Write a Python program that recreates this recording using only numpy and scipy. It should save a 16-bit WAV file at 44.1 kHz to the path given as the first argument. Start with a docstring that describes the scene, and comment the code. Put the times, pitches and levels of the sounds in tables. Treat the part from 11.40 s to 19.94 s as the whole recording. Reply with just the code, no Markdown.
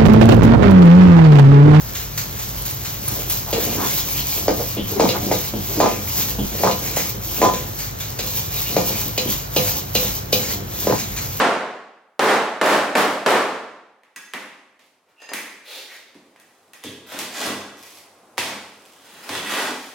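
"""A hard-walled kitchen rings from a cleaver blow just struck; four more split a bird carcass on a wooden
board. The steel blade clinks as it is laid down, rasps and sings by friction as it is dragged off the board,
then is set on the bone and pressed through snapping joints and crunching gristle. Impacts are filtered
impulses and damped modes; ruptures and slips are random pulse trains. An automatic gain control ducks
under the blows and creeps back, so the room noise slowly swells."""
import sys
import numpy as np
from scipy import signal
from scipy.fft import rfft, irfft, next_fast_len
from scipy.io import wavfile
from scipy.ndimage import uniform_filter1d

SR = 44100
rng = np.random.default_rng(int(sys.argv[2]) if len(sys.argv) > 2 else 0)


def to_wav(s):
    """Save 16-bit WAV."""
    ch = np.atleast_2d(s).T  # columns
    pcm = np.round(np.clip(ch, -1, 1) * 32767)  # PCM
    wavfile.write(sys.argv[1], SR, pcm.astype(np.int16))


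N = 376613

# modes of the cleaver, damped by hand and meat: f/Hz, level/dB, T60/s
CLEAVER_MODES = [(1120, -5.5, 0.099), (1665, 4.5, 0.097), (1970, 8, 0.087), (2680, 7, 0.026),
                 (3490, -2.5, 0.06), (5180, 0, 0.044), (5800, -11, .06), (6340, 1.5, .085),
                 (7050, 0, 0.066), (8300, -0.5, 0.057), (10040, 2, 0.026), (10850, -20, 0.18),
                 (12200, -15, .06), (14000, -14, .06)]
# spectra of a small knock, of rupturing tissue and of the board's thud: f/Hz, level/dB
KNOCK_SPECTRUM = [(100, -27.5), (220, -9.5), (450, 4), (900, 2), (1500, -6), (2000, 0.5), (3000, -4),
                  (5000, -10.5), (8000, -17.5), (11000, -20), (16000, -28.5)]
TISSUE_SPECTRUM = [(120, -20.5), (250, -10.5), (500, -1.5), (900, 0), (1700, -2.5), (3300, -4),
                   (6700, -11.5), (9000, -12.5), (16000, -18)]
THUD_SPECTRUM = [(30, -79), (60, -41), (100, -23), (160, -1.5), (280, 6.5), (450, 2), (800, -18.5),
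                 (2500, -51)]


def chops(bone_db=-3, board_lag_s=.003, splinter_s=.073):
    """Impact and brittle fracture: the cleaver splits bone, slams into the board, and splinters crackle."""
    blows = [(-.11, 18.5, -13), (0.7936, 17, -0.5), (1.2135, 16.5, 1), (1.553, 10.5, -3.5),
             (1.862, 13, -5.5)]  # t/s, slam level/dB, splinter level/dB
    impact_spectrum = [(30, -40), (60, -48), (90, -25.5), (150, -11.5), (250, -4), (420, 0.5), (650, -1),
                       (1000, -3.5), (1800, -9.5), (2600, -15.5), (5000, -26), (9000, -33.5),
                       (13500, -40.5), (16000, -53)]  # f/Hz, level/dB
    out, t = np.zeros((2, N)), clock(splinter_s)
    for s, db, splinter_db in blows:
        split = amp(db + bone_db) * tap(impact_spectrum, tilt_db=1)
        slam = amp(db) * tap(impact_spectrum, tilt_db=.5)
        fractures = grains(t, rate=700, spread_db=4)
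        splinters = amp(splinter_db) * stroke(t) * unit(colour(fractures, TISSUE_SPECTRUM, tilt_db=2))
        add(out, s, kitchen(split, direct_db=-8, scatter_s=.003))
        add(out, s + board_lag_s, kitchen(slam, direct_db=-8, scatter_s=.003))
        add(out, s, kitchen(splinters, direct_db=-4, scatter_s=.00041))
    return out


def clinks(bounce_s=.014, bounce_db=-14.5):
    """Impulse excitation: the loosely held cleaver clicks, rings and rebounds once at each contact."""
    contacts = [(2.634, -38.5, 1.5, -22), (2.761, -23.5, 6.5, -1), (2.9358, -14, 2.5, -19),
                (3.917, -26, -4, -25), (3.935, -18, 7.5, -7), (4.9607, -49.5, 2, -12),
                (4.9989, -48, 7.5, -5), (5.334, -41, 6.5, -6.5)]  # t/s, level/dB, tilt/(dB/octave), ring re click/dB
    clank_spectrum = [(100, -27), (220, -8), (450, 4.5), (750, 2.5), (1100, 5), (1400, -1), (1950, 4.5),
                      (3000, -5.5), (4500, -15), (8000, -23), (10000, -22.5), (11000, -25), (16000, -33)]  # flat steel on wood: f/Hz, level/dB
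    out = np.zeros((2, N))
    for s, db, tilt_db, ring_db in contacts:
        steel = amp(db) * (tap(clank_spectrum, tilt_db) + amp(ring_db) * blade(CLEAVER_MODES))
        thud_db = -26.5 + 1.5 * (db + 16.5)  # the thud grows faster than the clink
        wood = amp(thud_db) * board(boom_db=-27)
        add(out, s, kitchen(steel + wood, direct_db=-5.5, scatter_s=.002))
        add(out, s + bounce_s, kitchen(amp(bounce_db) * steel, direct_db=-6.5))
    return out


def cracks(ring_db=-17, touch_db=-20, touch_lead_s=.006):
    """Sudden stress release: the edge touches, bone snaps, and the blade's drop thuds in the board."""
    breaks = [(5.4383, -33.5, 4.5, -29.5), (5.72, -37.5, -2.5, -40.5), (5.7897, -26.5, 5, -40),
              (6.065, -32, 5.5, -29), (6.98, -22.5, 2.5, -34.5), (7.892, -31, 1, -37),
              (7.952, -30.5, 1, -36.5)]  # t/s, snap level/dB, tilt/(dB/octave), thud level/dB
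    out = np.zeros((2, N))
    for s, db, tilt_db, thud_db in breaks:
        snap = amp(db) * (tap(KNOCK_SPECTRUM, tilt_db) + amp(ring_db) * blade(CLEAVER_MODES))
        thud = amp(thud_db) * board(boom_db=-8)
        add(out, s - touch_lead_s, kitchen(amp(touch_db) * snap, direct_db=-11.5, scatter_s=.003))
        add(out, s, kitchen(snap + thud, direct_db=-8.5, scatter_s=.00089))
    return out


def cuts(sheen_db=-12, entry_tilt_db=.56, sink_tilt_db=-2.5, rumble_db=-8, rumble_lag_s=.035):
    """Progressive rupture: gristle crunches, duller as the edge sinks; blade and board are set vibrating."""
    pushes = [(5.653, .21, -29.5), (5.896, 0.23, -24.5), (6.991, .15, -33), (7.578, 0.64, -40.5),
              (7.829, 0.25, -31.5), (8.019, 0.31, -24)]  # t/s, duration/s, level/dB
    out = np.zeros((2, N))
    for s, length, db in pushes:
        t = clock(length)
        force, depth = amp(db) * stroke(t), t / length
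        ruptures = grains(t, rate=900, spread_db=2.5)
        bright = unit(colour(ruptures, TISSUE_SPECTRUM, entry_tilt_db))
        dull = unit(colour(ruptures, TISSUE_SPECTRUM, entry_tilt_db + sink_tilt_db))
        crunch = (1 - depth) * bright + depth * dull + amp(sheen_db) * sheen(ruptures)
        rumble = unit(colour(grains(t, rate=400, spread_db=6.5), THUD_SPECTRUM))
        add(out, s, kitchen(force * crunch, direct_db=-7, scatter_s=.00047))
        add(out, s + rumble_lag_s, kitchen(amp(rumble_db) * force * rumble, direct_db=-7))
    return out


def slides():
    """Sliding friction: flat steel rasps over the wet wood grain in fine slips and sings hoarsely."""
    drags = [(3.659, .077, -51.5, 1320, 1500, -47.5), (3.761, 0.13, -45, 2680, 220, -36.5),
             (3.916, .11, -33.5, 2070, 750, -22.5), (4.235, .21, -26, 3720, 1500, -32),
             (4.47, 0.13, -35, 1990, 1010, -37)]  # t/s, duration/s, rasp level/dB, song f/Hz, bandwidth/Hz, song level/dB
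    rasp_spectrum = [(88, -68), (150, -39), (280, -12.5), (328, -8), (545, -4.5), (745, -11), (923, -8),
                     (979, -18), (1900, -8), (3840, -8.5), (7040, -15.5), (7920, -18.5), (14500, -19.5),
                     (16000, -23)]  # f/Hz, level/dB
    out = np.zeros((2, N))
    for s, length, rasp_db, hz, width_hz, song_db in drags:
        t = clock(length)
        rasp = unit(colour(grains(t, rate=7400, spread_db=8), rasp_spectrum))
        add(out, s, kitchen(amp(rasp_db) * stroke(t) * rasp, direct_db=-7.5))
        add(out, s, kitchen(amp(song_db) * stroke(t) * song(t, hz, width_hz), direct_db=-1.5))
    return out


def nudges(click_db=-3.5, ring_db=-3):
    """Free vibration: a small knife, nudged against the cleaver, rings in its own modes."""
    touches = [(3.802, -43.5), (3.818, -31), (3.8902, -27)]  # t/s, level/dB
    knife_modes = [(1841, 4.5, 0.084), (2750, -3.5, .12), (4969, 1, .07), (6350, -1, 0.051),
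                   (7070, -2, 0.044), (9900, -11, 0.034)]  # f/Hz, level/dB, T60/s
    out = np.zeros((2, N))
    clink = amp(click_db) * tap(KNOCK_SPECTRUM) + amp(ring_db) * blade(knife_modes)
    for s, db in touches:
        add(out, s, kitchen(amp(db) * clink, direct_db=-8, scatter_s=.004))
    return out


def scrapes(sheen_db=-5):
    """Stick-slip friction of the edge on bone: a hoarse note with the blade's ring around it."""
    passes = [(5.42, 0.099, -37), (6.351, 0.14, -59), (7.5, 0.26, -58), (7.888, .11, -33),
              (8.061, 0.11, -34.5)]  # t/s, duration/s, level/dB
    out = np.zeros((2, N))
    for s, length, db in passes:
        t = clock(length)
        note = song(t, hz=3380, width_hz=800)
        ring = amp(sheen_db) * sheen(grains(t, rate=1500, spread_db=.5))
        add(out, s, kitchen(amp(db) * stroke(t) * (note + ring), direct_db=-3.5))
    return out


def flops():
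    """Inelastic impact: the soft carcass lands on the board with a small slap and a dull thud."""
    landings = [(3.393, -53, -40), (4.745, -39, -46.5)]  # t/s, thud level/dB, slap level/dB
    out = np.zeros((2, N))
    for s, thud_db, slap_db in landings:
        thud = amp(thud_db) * board(boom_db=-20)
        slap = amp(slap_db) * tap(KNOCK_SPECTRUM, tilt_db=1.5)
        add(out, s, kitchen(thud + slap, direct_db=-12, scatter_s=.002))
    return out


def wet_meat(sheen_db=-13):
    """Shot noise: wet skin ticks and smacks under the gripping hand and against the blade."""
    grips = [(3.395, .12, -49.5), (4.662, 0.74, -59), (6.329, 0.31, -44.5), (7.098, .75, -54.5),
             (8.204, 0.51, -47)]  # t/s, duration/s, level/dB
    out = np.zeros((2, N))
    for s, length, db in grips:
        t = clock(length)
        smacks = grains(t, rate=400, spread_db=5)
        ticks = unit(colour(smacks, KNOCK_SPECTRUM, tilt_db=6)) + amp(sheen_db) * sheen(smacks)
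        add(out, s, kitchen(amp(db) * stroke(t) * ticks, direct_db=-6.5, scatter_s=.0005))
    return out


def blade(modes):
    """Modal superposition: the steel's response to one tap."""
    return transient(sum(amp(db) * mode(hz, t60) for hz, db, t60 in modes))


def board(boom_db, lag_s=.00679):
    """Structure-borne sound: the board thuds and the counter under it booms just after a contact."""
    counter = transient(np.gradient(mode(hz=100, t60=.095)))
    wood = tap(THUD_SPECTRUM) + amp(boom_db) * counter
    return np.pad(wood, (round(lag_s * SR), 0))[:len(wood)]


def song(t, hz, width_hz):
    """Forced resonance: friction noise drives one mode of the steel."""
    resonance = np.exp(-np.pi * width_hz * t) * np.sin(2 * np.pi * hz * t)
    return unit(signal.fftconvolve(rng.standard_normal(len(t)), t * resonance)[:len(t)])


def sheen(slips):
    """Repeated excitation: a run of small slips keeps the cleaver ringing."""
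    return unit(signal.fftconvolve(slips, blade(CLEAVER_MODES))[:len(slips)])


def kitchen(x, direct_db, scatter_s=.00024):
    """Reverberation: briefly scattered direct sound, then a diffuse tail with standing waves."""
    room_modes = [(93, -29.5), (130, -27), (170, -31), (205, -24), (251.5, -28.5), (294, -25), (407, -34),
                  (448, -26), (527, -25.5), (617, -24.5), (736, -29.5), (854, -24), (910, -32.5),
                  (1110, -27.5), (1184, -33.5), (1365, -28), (1408, -34.5), (1794, -22.5)]  # f/Hz, level/dB
    tail_spectrum = [(60, -14.5), (150, -5.5), (250, 0.5), (500, -0.5), (1000, 2)]  # f/Hz, level/dB
    decay_times = [(100, 0.78), (260, 0.74), (700, 0.83), (1840, 0.81), (4850, 0.74), (8000, 0.67),
                   (13000, 0.49)]  # f/Hz, T60/s
    direct_spectrum = [(60, -13.5), (200, -8.5), (600, -5.5)]  # weak in the bass: f/Hz, level/dB
    t = clock(1)
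    waves = sum(amp(db) * np.sin(2 * np.pi * (hz * t + rng.random()), dtype=np.float32)
                for hz, db in room_modes)
    hz, when, bands = signal.stft(colour(diffuse(SR), tail_spectrum) + waves, SR, nperseg=256)
    decay = np.exp(-np.log(1000) * when / along(decay_times, hz)[:, None])
    tail = signal.istft(bands * decay, SR, nperseg=256)[1][:, :SR]
    early = t[:SR // 20]
    direct = colour(rng.standard_normal(len(early)) * np.exp(-early / scatter_s), direct_spectrum)
    response = tail / np.sqrt(np.sum(tail ** 2) / 2)
    response[:, :len(early)] += amp(direct_db) * direct / np.linalg.norm(direct)
    return signal.fftconvolve(x[None], response, axes=1)


def room_noise(rush_db=-53, hum_db=-76, hum_hz=100):
    """Stationary noise: a broadband appliance rush with a faint mains hum."""
    rush_spectrum = [(30, -31.5), (90, -21), (150, -16.5), (250, -9), (400, -7), (760, -7.5), (1200, -11),
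                     (1800, -20.5), (3300, -26.5), (10800, -29), (16000, -40)]  # f/Hz, level/dB
    rush = amp(rush_db) * unit(colour(diffuse(N), rush_spectrum))
    return rush + amp(hum_db) * np.sin(2 * np.pi * hum_hz * np.arange(N) / SR)


def diffuse(size):
    """Diffuse-field coherence: left and right are alike in the bass, unrelated in the treble."""
    side_spectrum = [(60, -30.5), (180, -52.5), (380, -17.5), (700, -11.5), (1300, -7), (2400, -6),
                     (4400, -2.5), (9000, -1)]  # f/Hz, side re mid/dB
    mid, side = rng.standard_normal((2, size))
    side = colour(side, side_spectrum)
    return np.array([mid + side, mid - side])


def mode(hz, t60):
    """A damped oscillator, falling 60 dB in t60 seconds."""
    t = clock(.3)
    return np.exp(-np.log(1000) * t / t60) * np.sin(2 * np.pi * hz * t)


def tap(spectrum, tilt_db=0):
    """A short contact as a filtered impulse."""
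    return transient(colour(clock(.3) == 0, spectrum, tilt_db))


def grains(t, rate, spread_db):
    """A Poisson process: tiny pulses of uneven size, on average rate per second."""
    size = amp(spread_db * np.clip(rng.standard_normal(len(t)), -2, 2))
    occurs = rng.random(len(t)) < rate / SR
    return unit(occurs * rng.uniform(-.86, 1, len(t)) * size)


def stroke(t):
    """Half-sine envelope: the hand's pressure rises and falls."""
    return np.sin(np.pi * np.arange(len(t)) / len(t))


def colour(x, spectrum, tilt_db=0):
    """Minimum-phase filter with a given spectrum, tilted in dB per octave around 2 kHz."""
    n = x.shape[-1]
    m = 2 * next_fast_len(n // 2 + 4096)
    hz = np.fft.rfftfreq(m, 1 / SR)
    octaves = np.log2(np.maximum(hz, 250) / 2000)
    cepstrum = irfft(np.log(amp(along(spectrum, hz) + tilt_db * octaves) + 1e-6))
    cepstrum[1:m // 2] *= 2  # folding onto positive time makes the filter causal
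    cepstrum[m // 2 + 1:] = 0
    return irfft(rfft(x, m) * np.exp(rfft(cepstrum)), m)[..., :n]


def along(points, hz):
    """Interpolate (f/Hz, value) points on a log frequency axis."""
    f, v = np.transpose(points)
    return np.interp(np.log(hz + 1), np.log(f + 1), v)


def amp(db):
    """Decibels to gain."""
    return 10 ** (np.asarray(db) / 20)


def unit(x):
    """Scale to rms 1."""
    return x / np.sqrt(np.mean(x ** 2) + 1e-20)


def transient(x, span_s=.059):
    """Scale to the energy of a signal of rms 1 lasting span_s."""
    return x / np.sqrt(np.sum(x ** 2) / (span_s * SR) + 1e-20)


def clock(seconds):
    """Sample times."""
    return np.arange(int(seconds * SR)) / SR


def add(out, s, x):
    """Mix x into out at time s."""
    start = round(s * SR)
    x = x[:, max(-start, 0):N - start]
    out[:, max(start, 0):][:, :x.shape[1]] += x


def scene():
    """Superposition: the work at the board, slightly right of centre, over the room noise."""
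    work = chops() + clinks() + nudges() + cracks() + cuts() + scrapes() + slides() + flops() + wet_meat()
    return work * amp([[-.3], [.3]]) + room_noise()


def release(cut_db, db_per_s):
    """Peak detection: gain reduction follows each rise at once and recovers at a constant rate."""
    ramp = db_per_s * np.arange(N) / SR
    return np.maximum.accumulate(cut_db + ramp) - ramp


def record(dry, threshold_db=-12.8, slow_depth_db=22, peak_limit=.75, low_hz=45, top_hz=16100):
    """Dynamic compression: gain control with two release rates, soft saturation and band limiting."""
    power = np.abs(uniform_filter1d(np.mean(dry ** 2, axis=0), size=220))
    excess_db = np.maximum(10 * np.log10(power + 1e-12) - threshold_db, 0)
    # the fast release outruns the room's decay, so each heavy blow swells after its impact
    fast_db = release(excess_db, db_per_s=108)
    slow_db = release(np.minimum(excess_db, slow_depth_db), db_per_s=5)
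    x = dry * amp(-np.maximum(fast_db, slow_db))
    x = x / (1 + (x / peak_limit) ** 4) ** (1 / 4)
    x = signal.sosfilt(signal.butter(2, low_hz, "high", fs=SR, output="sos"), x)
    m = next_fast_len(N + SR)
    return irfft(rfft(x, m) * (np.fft.rfftfreq(m, 1 / SR) < top_hz), m)[:, :N]


dry = scene()
out = record(dry)
to_wav(out)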